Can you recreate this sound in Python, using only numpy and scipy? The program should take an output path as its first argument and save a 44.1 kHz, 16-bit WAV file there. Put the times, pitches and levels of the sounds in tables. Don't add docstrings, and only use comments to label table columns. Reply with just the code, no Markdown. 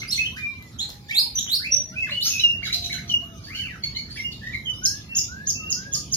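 import sys
import numpy as np
from scipy import signal
from scipy.fft import rfft, irfft, next_fast_len
from scipy.io import wavfile
from scipy.ndimage import uniform_filter1d, map_coordinates

SR = 44100
rng = np.random.default_rng(int(sys.argv[2]) if len(sys.argv) > 2 else 0)


def amp(db):
    return 10 ** (np.asarray(db, float) / 20)


def write(x):
    x = np.atleast_2d(x).T
    wavfile.write(sys.argv[1], SR, np.round(np.clip(x, -1, 1) * 32767).astype(np.int16))


N = 271653
TOP_HZ = 15780


def unit(x):
    return x / np.sqrt(np.mean(x ** 2) + 1e-20)


def along(points, hz):
    f, v = np.transpose(points)
    return np.interp(np.log(hz + 1), np.log(f + 1), v)


def wobble(rate_hz):
    knots = rng.standard_normal(int(N * rate_hz / SR) + 4)
    return map_coordinates(knots, [np.arange(N) * rate_hz / SR])


def filtered(x, response):
    m = next_fast_len(N + SR // 2)
    return irfft(rfft(x, m) * response(np.fft.rfftfreq(m, 1 / SR)), m)[..., :N]


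def sung(rows, gesture):
    notes = []
    for s, length_s, from_hz, to_hz, db in rows:
        notes.append([(s + along_s * length_s, from_hz + min(glide, 1) * (to_hz - from_hz), db + under_db, second_db)
                      for along_s, glide, under_db, second_db in gesture])
    return notes


def voice(notes, jitter, flutter_db, flutter_hz, fall_db, edge_s):
    out, t = np.zeros(N), np.arange(N) / SR
    waver, flutter = wobble(flutter_hz), wobble(flutter_hz)
    for note in notes:
        s, hz, db, second_db = np.transpose(note)
        span = slice(max(round((s[0] - edge_s) * SR), 0), min(round((s[-1] + edge_s) * SR), N))
        now = t[span]
        pitch = uniform_filter1d(np.interp(now, s, hz), size=200) * (1 + jitter * waver[span])
        phase = 2 * np.pi * np.cumsum(pitch) / SR
        tone = np.sin(phase)
        for k in range(2, 7):
            overtone_db = np.interp(now, s, second_db) - fall_db * (k - 2)
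            tone += amp(overtone_db) * np.sin(k * phase) * (k * pitch < TOP_HZ)
        edges = np.clip(np.minimum(now - s[0], s[-1] - now) / (2 * edge_s) + .5, 0, 1)
        level = amp(np.interp(now, s, db) + flutter_db * flutter[span])
        out[span] += level * np.sin(np.pi / 2 * edges) ** 2 * tone
    return out


# (frequency [Hz], correlation [-1 to 1])
ALIKE = [(30, 0.83), (150, 1), (300, 0.96), (600, 0.68), (2000, 0.044), (10000, 0.069)]


def rush(spectrum, patchy_db):
    z = signal.stft(rng.standard_normal((2, N)), nperseg=512)[2]
    field = uniform_filter1d(uniform_filter1d(rng.standard_normal(z.shape[1:]), 6, 0), 14, 1)
    pair = signal.istft(z * amp(patchy_db * unit(field)), nperseg=512)[1][:, :N]

    def mid_side(hz):
        turn = np.arccos(np.clip(along(ALIKE, hz), -1, 1)) / 2
        return amp(along(spectrum, hz)) * [np.cos(turn), np.sin(turn)]

    mid, side = filtered(pair, mid_side)
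    return unit(np.array([mid + side, mid - side]))


# (time [s], level [dB])
TRAFFIC = [(0.0, -39.5), (0.08, -40.5), (0.91, -43.5), (2.371, -42), (2.68, -42.5), (2.859, -40.5),
           (3.519, -42), (4.32, -40.5), (5.15, -41.5), (5.35, -41.5), (5.711, -40), (5.832, -40.5),
           (6.02, -40.5), (6.16, -35)]
# (frequency [Hz], density [dB per Hz])
RUMBLE = [(13, -56), (22, -32), (54, -2), (102, 1.5), (223, -5.5), (415, -19), (563, -23.5), (610, -25.5),
          (693, -23.5), (762, -26.5), (1000, -28.5), (1300, -33), (2200, -120)]
# (frequency [Hz], density [dB per Hz])
AIR = [(410, -63), (700, -28.5), (1290, -14.5), (1450, -13.5), (2280, -15), (2910, -13.5), (3320, -13),
       (4300, -13), (7900, -23), (15500, -26.5)]


def background():
    s, db = np.transpose(TRAFFIC)
    level_db = np.interp(np.arange(N) / SR, s, db) + 1.0 * wobble(3.91)
    return amp(level_db) * rush(RUMBLE, patchy_db=1.0) + amp(-50.5) * rush(AIR, patchy_db=5.5)


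# (frequency [Hz], density [dB per Hz])
BREATH = [(600, -29.5), (1500, -16.5), (3000, 7.5), (5000, 6.5), (7000, 3), (10000, -5.5), (13000, -3.5),
          (16000, -4)]


def bird():
    air_db = [(whistles() + chips(), -24.5), (song(), -16.0), (rises(), -19.5), (chatter(), -7.0), (husky(), -18.5)]
    rasp = unit(filtered(rng.standard_normal(N), lambda hz: amp(along(BREATH, hz))))
    out = np.zeros(N)
    for tone, db in air_db:
        effort = np.sqrt(np.abs(uniform_filter1d(tone ** 2, size=200)))
        out += tone + amp(db) * effort * rasp
    return out


# (start [s], length [s], from [Hz], to [Hz], peak [dB])
CHATTER = [(0, 0.017, 6090, 5920, -38.5), (.16, 0.025, 6240, 5800, -38), (.365, 0.032, 1480, 2420, -42.5),
           (2.645, .03, 6330, 6800, -48), (2.845, .02, 6420, 5550, -42), (3.08, 0.055, 5900, 5570, -45.5),
           (3.08, 0.04, 4410, 3870, -46.5), (2.28, .04, 6700, 5900, -33), (2.315, .03, 5300, 6500, -37),
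           (2.42, .1, 5600, 5500, -49), (2.394, 0.0072, 3180, 5200, -36), (4.32, 0.053, 3680, 3590, -57.5),
           (4.165, 0.013, 1785, 3000, -43.5), (1.085, 0.039, 3440, 4100, -48),
           (2.25, 0.034, 5430, 5405, -29), (2.3, 0.067, 6190, 5430, -39.5), (2.652, 0.031, 3950, 3750, -36),
           (2.38, 0.047, 6270, 5060, -43.5), (2.645, 0.026, 4660, 5050, -44.5),
           (2.727, 0.0097, 4000, 4000, -25.5), (2.742, 0.011, 4044, 4000, -27),
           (2.74, 0.014, 4620, 4880, -31), (2.825, 0.042, 3897, 3930, -34),
           (2.925, 0.03, 4020, 3880, -36.5), (2.94, 0.012, 6560, 5400, -38), (3.44, 0.05, 4410, 4850, -46),
           (3.55, 0.06, 4374, 4520, -44), (4.318, 0.014, 4840, 4240, -39.5), (5.91, 0.092, 3310, 3900, -59)]
# (length share [0-1], glide share [0-1], level re peak [dB], 2nd harmonic re 1st [dB])
RASP = [(0, 0.0052, 1, -46), (1.002, 0.97, -4, -5)]


def chatter():
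    return voice(sung(CHATTER, RASP), jitter=.03, flutter_db=4.0, flutter_hz=400, fall_db=13.5, edge_s=0.004)


# (time [s], left lag [samples], left-right [dB])
BEARING = [(0, 0.5, -4), (1.8, 0.58, -3), (2.1, 4.2, 0), (4.599, 4.74, -3), (4.998, 6.9, -0.5),
           (6.16, 5.4, -5.5)]


def placed(x):
    s, lag, pan_db = np.transpose(BEARING)
    n, side = np.arange(N), np.array([[.5], [-.5]])
    where = n - side * np.interp(n / SR, s, lag)
    return map_coordinates(x, [where]) * amp(side * np.interp(n / SR, s, pan_db))


# (delay [s], left [dB], right [dB])
WALLS = [(.005, -6, -11), (0.011, -14, -7), (0.019, -13, -14), (0.029, -14, -13), (0.04, -19, -13),
         (.052, -20, -15)]


def walls(x):
    scatter_t60_s = 0.0053
    t, answer = np.arange(SR // 100) / SR, np.zeros((2, SR // 12))
    for s, left_db, right_db in WALLS:
        scatter = rng.standard_normal((2, len(t))) * amp(-60 * t / scatter_t60_s)
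        scatter /= np.linalg.norm(scatter, axis=1, keepdims=True)
        answer[:, round(s * SR):][:, :len(t)] += amp([[left_db], [right_db]]) * scatter
    return signal.fftconvolve(x[None], answer, axes=1)[:, :N]


# (frequency [Hz], t60 [s])
YARD = [(500, 0.26), (2000, 0.31), (5000, 0.33), (12000, 0.27)]


def yard(x, first_s):
    hz, t, z = signal.stft(rng.standard_normal((2, SR * 3 // 4)), SR, nperseg=256)
    tail = signal.istft(z * amp(-60 * t / along(YARD, hz)[:, None]), SR, nperseg=256)[1]
    late = np.pad(x, (round(first_s * SR), 0))
    return signal.fftconvolve(late[None], tail / np.linalg.norm(tail[0]), axes=1)[:, :N]


# (length share [0-1], glide share [0-1], level re peak [dB], 2nd harmonic re 1st [dB])
DROPS = [
    (.02, 0.016, 2196, 1146, -28),
    (2.03, .07, 2190, 1015, -30.5),
]
DROP = [(0, 0.0073, -8.5, -24), (0.402, .15, -10.5, -29), (0.998, 1, -21.5, 14.5)]
ARCHES = [
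    (.11, .046, 3356, 4293, -26.5),
]
ARCH = [(0, 0.033, -16, 8), (0.202, .93, -5.5, -9), (.45, 1, 2.5, -3.5), (0.748, .35, -14, -3.5),
        (1, 0.012, -4.5, -6)]
LIFTS = [(.788, 0.046, 3140, 4460, -31.5), (2.105, 0.043, 4020, 4540, -41.5), (2.24, .055, 5700, 6900, -30),
         (2.085, .03, 1300, 2500, -44), (2.392, 0.027, 2500, 3120, -30), (4.1, 0.029, 4040, 4780, -41),
         (4.14, 0.1, 4800, 5790, -50), (1.555, 0.017, 5280, 5450, -36), (1.2, 0.0099, 4950, 5080, -28.5)]
LIFT = [(0, 0, -7, -1.5), (0.351, 0.41, -1.5, -6), (0.649, 0.77, -1, -17), (1, 0.79, 0.5, -7.5)]
WARBLES = [
    (2.62, 0.061, 1220, 2303, -35),
    (2.89, 0.066, 1291, 2294, -36.5),
    (4.158, 0.0113, 1535, 1900, -44),
]
WARBLE = [(0, 0.0044, -25.5, 2), (0.221, 1, 2.5, -14), (0.4, 0.85, -1, -17), (.65, .45, -12.5, 1.5),
          (0.999, 0.13, -9, -4.5)]
FLICKS = [
    (2.694, 0.019, 1390, 2345, -35.5),
    (2.978, .018, 1407, 2290, -34),
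]
FLICK = [(0, 0.01, -13, -30), (.62, .86, -3.5, -31), (1, .99, 0.5, -29)]
REEDS = [
    (3.835, 0.024, 2240, 2194, -40.5),
    (3.95, .05, 1812, 2280, -45.5),
]
REED = [(0, 0.2, -11, 12), (0.4, .8, -0.5, 12), (1, 1, -4.5, 4)]


def song():
    kinds = [(LIFTS, LIFT), (DROPS, DROP), (ARCHES, ARCH), (WARBLES, WARBLE), (FLICKS, FLICK), (REEDS, REED)]
    notes = [note for rows, gesture in kinds for note in sung(rows, gesture)]
    return voice(notes, jitter=0.011, flutter_db=3.5, flutter_hz=260, fall_db=19.0, edge_s=0.0027)


# (start [s], length [s], from [Hz], to [Hz], peak [dB])
RISES = [
    (.078, 0.038, 4450, 6060, -35),
    (1.145, 0.055, 3138, 5066, -22.5),
    (1.496, 0.058, 3300, 4897, -25.5),
    (1.92, 0.03, 1286, 1595, -51),
    (2.205, 0.032, 3000, 5140, -30.5),
    (3.4, 0.035, 4554, 5800, -65.5),
    (4.72, 0.08, 4550, 5860, -54),
]
# (length share [0-1], glide share [0-1], level re peak [dB], 2nd harmonic re 1st [dB])
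RISE = [(0, 0.15, -10, -10), (0.448, .4, -2, -5.5), (0.799, .68, 3, -18.5), (0.999, 0.99, 1, -4.5)]


def rises():
    return voice(sung(RISES, RISE), jitter=.006, flutter_db=2.2, flutter_hz=300, fall_db=5.0, edge_s=.003)


# (length share [0-1], glide share [0-1], level re peak [dB], 2nd harmonic re 1st [dB])
HOLDS = [(.178, 0.045, 2047, 2639, -28), (.235, 0.02, 2580, 2652, -34), (1.712, 0.05, 5550, 5860, -24),
         (1.957, 0.095, 2350, 2655, -32), (2.1, 0.095, 2380, 2995, -34), (3.55, 0.076, 1710, 1590, -57),
         (3.835, 0.014, 3260, 3415, -41.5), (3.835, 0.021, 5370, 5660, -51),
         (3.945, 0.019, 3080, 3000, -49), (4.235, 0.06, 2760, 2839, -38)]
HOLD = [(0, 0, -10.5, -12), (0.225, 0.75, 0, -81), (0.602, 0.94, -0.5, -34.5), (1.002, 0.88, -3, -29)]
SETTLES = [
    (1.345, 0.047, 6300, 5926, -29),
    (2.396, 0.012, 4200, 3843, -26),
    (3.088, 0.046, 3343, 2873, -30.5),
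    (4.65, 0.058, 3360, 2980, -35),
]
SETTLE = [(0, 0.13, -22, 1), (0.199, 0.55, -2.5, -19), (0.451, .9, -0.5, -46.5), (1, 0.95, -1, -8.5)]


def whistles():
    notes = sung(HOLDS, HOLD) + sung(SETTLES, SETTLE)
    return voice(notes, jitter=0.006, flutter_db=4.0, flutter_hz=200, fall_db=19.5, edge_s=0.0037)


# (length share [0-1], glide share [0-1], level re peak [dB], 2nd harmonic re 1st [dB])
SCRAPES = [(.24, 0.038, 2700, 3300, -37), (.46, 0.05, 5900, 5000, -63), (3.5, 0.066, 1050, 1600, -59.5),
           (2.305, 0.086, 2700, 2520, -39), (1.12, .03, 3000, 3400, -42), (1.108, 0.034, 2100, 2800, -36),
           (1.088, .018, 1650, 2050, -44), (1.383, 0.008, 3000, 4000, -34),
           (1.405, 0.01, 3500, 4000, -34.5), (1.2, 0.029, 3300, 4400, -44),
           (1.385, 0.02, 6350, 7140, -38.5), (1.632, 0.045, 1950, 2700, -35),
           (1.6, 0.042, 1400, 1950, -48.5), (1.475, .025, 2950, 3450, -44), (2.255, .025, 1300, 1400, -56),
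           (4.17, 0.045, 3200, 4050, -55), (4.53, 0.052, 3750, 4050, -55.5), (4.415, 0.1, 1720, 1960, -45),
           (4.52, 0.02, 3500, 4200, -52.5)]
SCRAPE = [(0, 0.011, -3.5, -26), (0.401, .5, 1.5, -11.5), (1, 1, -1, -28.5)]
BOWS = [
    (3.47, .3, 1604, 3090, -39),
    (3.5, .2, 1202, 2320, -52.5),
]
BOW = [(0, 0, -14, -14), (.15, .4, -8, -26), (.3, .95, 0, -20), (.5, .97, -1, -25), (.66, .55, -6, -40),
       (.82, .15, -9, -30), (1, -.25, -16, -20)]
CLUCKS = [
    (4.176, .034, 2410, 2087, -32),
    (4.53, .026, 2424, 2106, -30),
]
CLUCK = [(0, 0, -8.5, -38), (.4, 0.5, -11.5, -41), (.6, 1, -0.5, -32), (1, 0.99, -10, -21)]


def husky():
    notes = sung(BOWS, BOW) + sung(CLUCKS, CLUCK) + sung(SCRAPES, SCRAPE)
    return voice(notes, jitter=.022, flutter_db=5.0, flutter_hz=300, fall_db=8.0, edge_s=.003)


# (length share [0-1], glide share [0-1], level re peak [dB], 2nd harmonic re 1st [dB])
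CROWS = [
    (.32, 0.36, 898, 1267, -64.5),
    (3.23, 0.27, 1028, 1346, -64.5),
]
CROW = [(0, 0.11, 9, -5), (.13, 0.96, 3, -13), (0.271, 0.98, 1.5, -20), (0.6, .45, 3, 2),
        (1, 0.067, -14, 1)]
COOS = [(.4, 0.15, 3644, 3750, -63), (.57, .1, 2210, 1945, -60), (.8, 0.53, 825, 826, -68),
        (1.15, 0.14, 815, 958, -63), (1.7, 0.13, 567, 594, -58), (1.86, 0.25, 627, 636, -67.5),
        (2.12, 0.097, 596, 529, -58.5), (2.55, 0.18, 645, 722, -67), (2.75, .4, 696.4, 693, -63.5),
        (3.22, 0.32, 681, 644, -65), (5.6, 0.2, 1293, 1220, -63.5), (5.95, 0.1, 1188, 1247, -60),
        (5.87, 0.17, 559, 533, -66)]
COO = [(0, 0, 11, -35), (0.401, 0.7, 2.3, -39), (1, 0.94, 1.1, -29)]


def poultry():
    notes = sung(CROWS, CROW) + sung(COOS, COO)
    return voice(notes, jitter=0.0054, flutter_db=3.5, flutter_hz=40, fall_db=17.5, edge_s=0.014)


# (start [s], length [s], from [Hz], to [Hz], peak [dB])
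NEIGHBOUR = [
    (.378, .18, 2420, 2340, -36),
    (4.82, 0.16, 1453, 1726, -43.5),
    (5.088, 0.13, 2642, 2838, -38),
    (5.29, 0.17, 1395, 1736, -43),
    (5.555, 0.1386, 2642, 2774, -37),
    (5.76, 0.13, 1432, 1663, -44),
]
# (length share [0-1], glide share [0-1], level re peak [dB], 2nd harmonic re 1st [dB])
PURE = [(0, 0.013, -1.2, -30), (.5, .65, 1, -39), (1.001, 1, -2, -32)]


def neighbour():
    return voice(sung(NEIGHBOUR, PURE), jitter=0.0031, flutter_db=3.0, flutter_hz=70, fall_db=34, edge_s=0.0094)


# (time [s], peak [dB], brightness [dB])
TICKS = [
    (.625, -42, 0),
    (.893, -33, -3),
    (.903, -31, -3),
    (1.465, -33, -30),
    (1.495, -33, -30),
    (2.278, -37, -22),
]


def cage():
    out, t = np.zeros(N + SR), np.arange(SR // 50) / SR
    for s, db, bright_db in TICKS:
        crack = amp(db + 12.5 - 60 * t / 0.0019) * rng.standard_normal(len(t))
        dull = uniform_filter1d(crack, size=6)
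        out[round(s * SR):][:len(t)] += dull + amp(bright_db) * (crack - dull)
    return out[:N]


# (start [s], length [s], frequency [Hz], level [dB])
STAND_INS = [
    (1.517, .06, 16000, -39),
    (1.515, 0.03, 15300, -32),
]


def stand_ins():
    t, out = np.arange(N) / SR, np.zeros(N)
    for s, length_s, hz, db in STAND_INS:
        ramp = np.clip(np.minimum(t - s, s + length_s - t) / .01, 0, 1)
        out += amp(db) * np.sin(2 * np.pi * hz * t) * ramp
    return out


# (start [s], length [s], from [Hz], to [Hz], peak [dB])
STRIKES = [
    (2.436, 0.12, 2880, 2770, -20.5),
    (3.139, 0.045, 2880, 2860, -21),
]
# (length share [0-1], glide share [0-1], level re peak [dB], 2nd harmonic re 1st [dB])
STRIKE = [(0, 0, 1, -40), (.12, .4, 2, -44), (.3, .6, -5, -40), (.8, .85, -7, -36), (1, 1, -15, -30)]


def struck():
    notes = sung(STRIKES, STRIKE)
    x = amp(9.5) * voice(notes, jitter=0.009, flutter_db=1.8, flutter_hz=190, fall_db=14, edge_s=0.002)
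    return placed(x) + amp(-9) * yard(x, first_s=0.02)


# (length share [0-1], glide share [0-1], level re peak [dB], 2nd harmonic re 1st [dB])
DEEP_CHIPS = [
    (4.83, 0.037, 4124, -22),
    (5.915, 0.044, 4080, -27.5),
    (6.116, 0.031, 4120, -24),
]
DEEP_CHIP = [(0, 0.32, -24, -25), (0.301, .93, -10.5, -31), (0.549, 0.97, 1.5, -21), (0.852, .3, -2, -17),
             (1.001, 0.026, -8, 6.5)]
CHIPS = [
    (5.147, 0.049, 4840, -25),
    (5.465, 0.046, 4710, -27),
    (5.696, .036, 4490, -27.5),
]
CHIP = [(0, -.4, -25.5, -49), (0.199, .9, -3, -39), (.5, 1, -1, -13), (.85, .31, 1.5, -28),
        (1, -0.03, -7, -19.5)]


def chips():
    top_hz = 6900
    notes = []
    for rows, gesture in [(CHIPS, CHIP), (DEEP_CHIPS, DEEP_CHIP)]:
        notes += sung([(s, length_s, foot_hz, top_hz, db) for s, length_s, foot_hz, db in rows], gesture)
    return voice(notes, jitter=.021, flutter_db=4.0, flutter_hz=500, fall_db=11.5, edge_s=.003)


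def scene():
    near = amp(7.5) * bird() + cage()
    far = amp(4.0) * neighbour() + amp(6.0) * poultry()
    direct = placed(near) + far * amp([[-.3], [.3]])
    echo = amp(-2.0) * yard(near + amp(-2.0) * far, first_s=0.015) + walls(near)
    return direct + echo + background() + struck()


def outline(v):
    return np.sqrt(np.abs(uniform_filter1d(np.abs(v) ** 2, size=24, axis=1)) + 1e-20)


def thrifty(x, split_hz, near_db, frame_db, chance_db, weak_db):
    hz, t, z = signal.stft(x, SR, nperseg=1024)
    column_hz = hz[:, None]
    above, treble = column_hz > 900, column_hz > split_hz
    lasting = uniform_filter1d(np.abs(z) ** 2 * above, size=4, axis=2)
    band = uniform_filter1d(lasting, size=10, axis=1)
    wide = uniform_filter1d(lasting, size=80, axis=1) * np.clip(column_hz / 4200, 0, 1) ** 5
    loudest = lasting.mean(1, keepdims=True) * np.clip(column_hz / 4000, 0, 1) ** 2
    patches = rng.standard_normal((len(hz) // 8 + 1, len(t) // 6 + 1))
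    luck = np.kron(patches, np.ones((8, 6)))[:len(hz), :len(t)]
    masked = band * amp(2 * chance_db * luck) < amp(2 * near_db) * wide + amp(2 * frame_db) * loudest
    weak = lasting < amp(2 * weak_db) * band
    hiss = signal.stft(rng.standard_normal(x.shape), nperseg=1024)[2]
    grain = 0.7 * z * ~weak / outline(z) + 0.32 * hiss / outline(hiss)
    source = np.arange(len(hz)) - np.where(hz < 11500, 88, 176)
    rebuilt = np.where(treble, outline(z * treble) * grain[:, source], z * ~(weak & above))
    return signal.istft(rebuilt * ~(masked & above), SR, nperseg=1024)[1][:, :N]


def low_pass(x):
    return signal.sosfilt(signal.butter(12, 15770, fs=SR, output="sos"), x)


# (frequency [Hz], left-right [dB])
TILT = [(60, -1.7), (500, -1.6), (1500, 0), (4000, -1.5), (8500, 0.5), (13000, .3)]
# (frequency [Hz], gain [dB])
PHONE = [(7050, -0.5), (7350, -2.5), (7800, -13), (8300, -9), (9500, -2), (12500, 3), (14400, -3.5),
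         (15000, -8.5), (15700, -6)]


def record(dry):
    lag_s = 9 / 44100

    def ports(hz):
        lag = np.exp(1j * np.pi * hz * lag_s * np.array([[1], [-1]]))
        colour = amp(along(TILT, hz) * np.array([[.5], [-.5]])) * amp(along(PHONE, hz))
        return lag * colour * (hz < TOP_HZ)

    heard = filtered(dry, ports)
    mix = thrifty(heard, split_hz=7200, near_db=-15.5, frame_db=-32, chance_db=4, weak_db=-4) + stand_ins()
    return low_pass(mix)


dry = scene()
out = record(dry)
write(out)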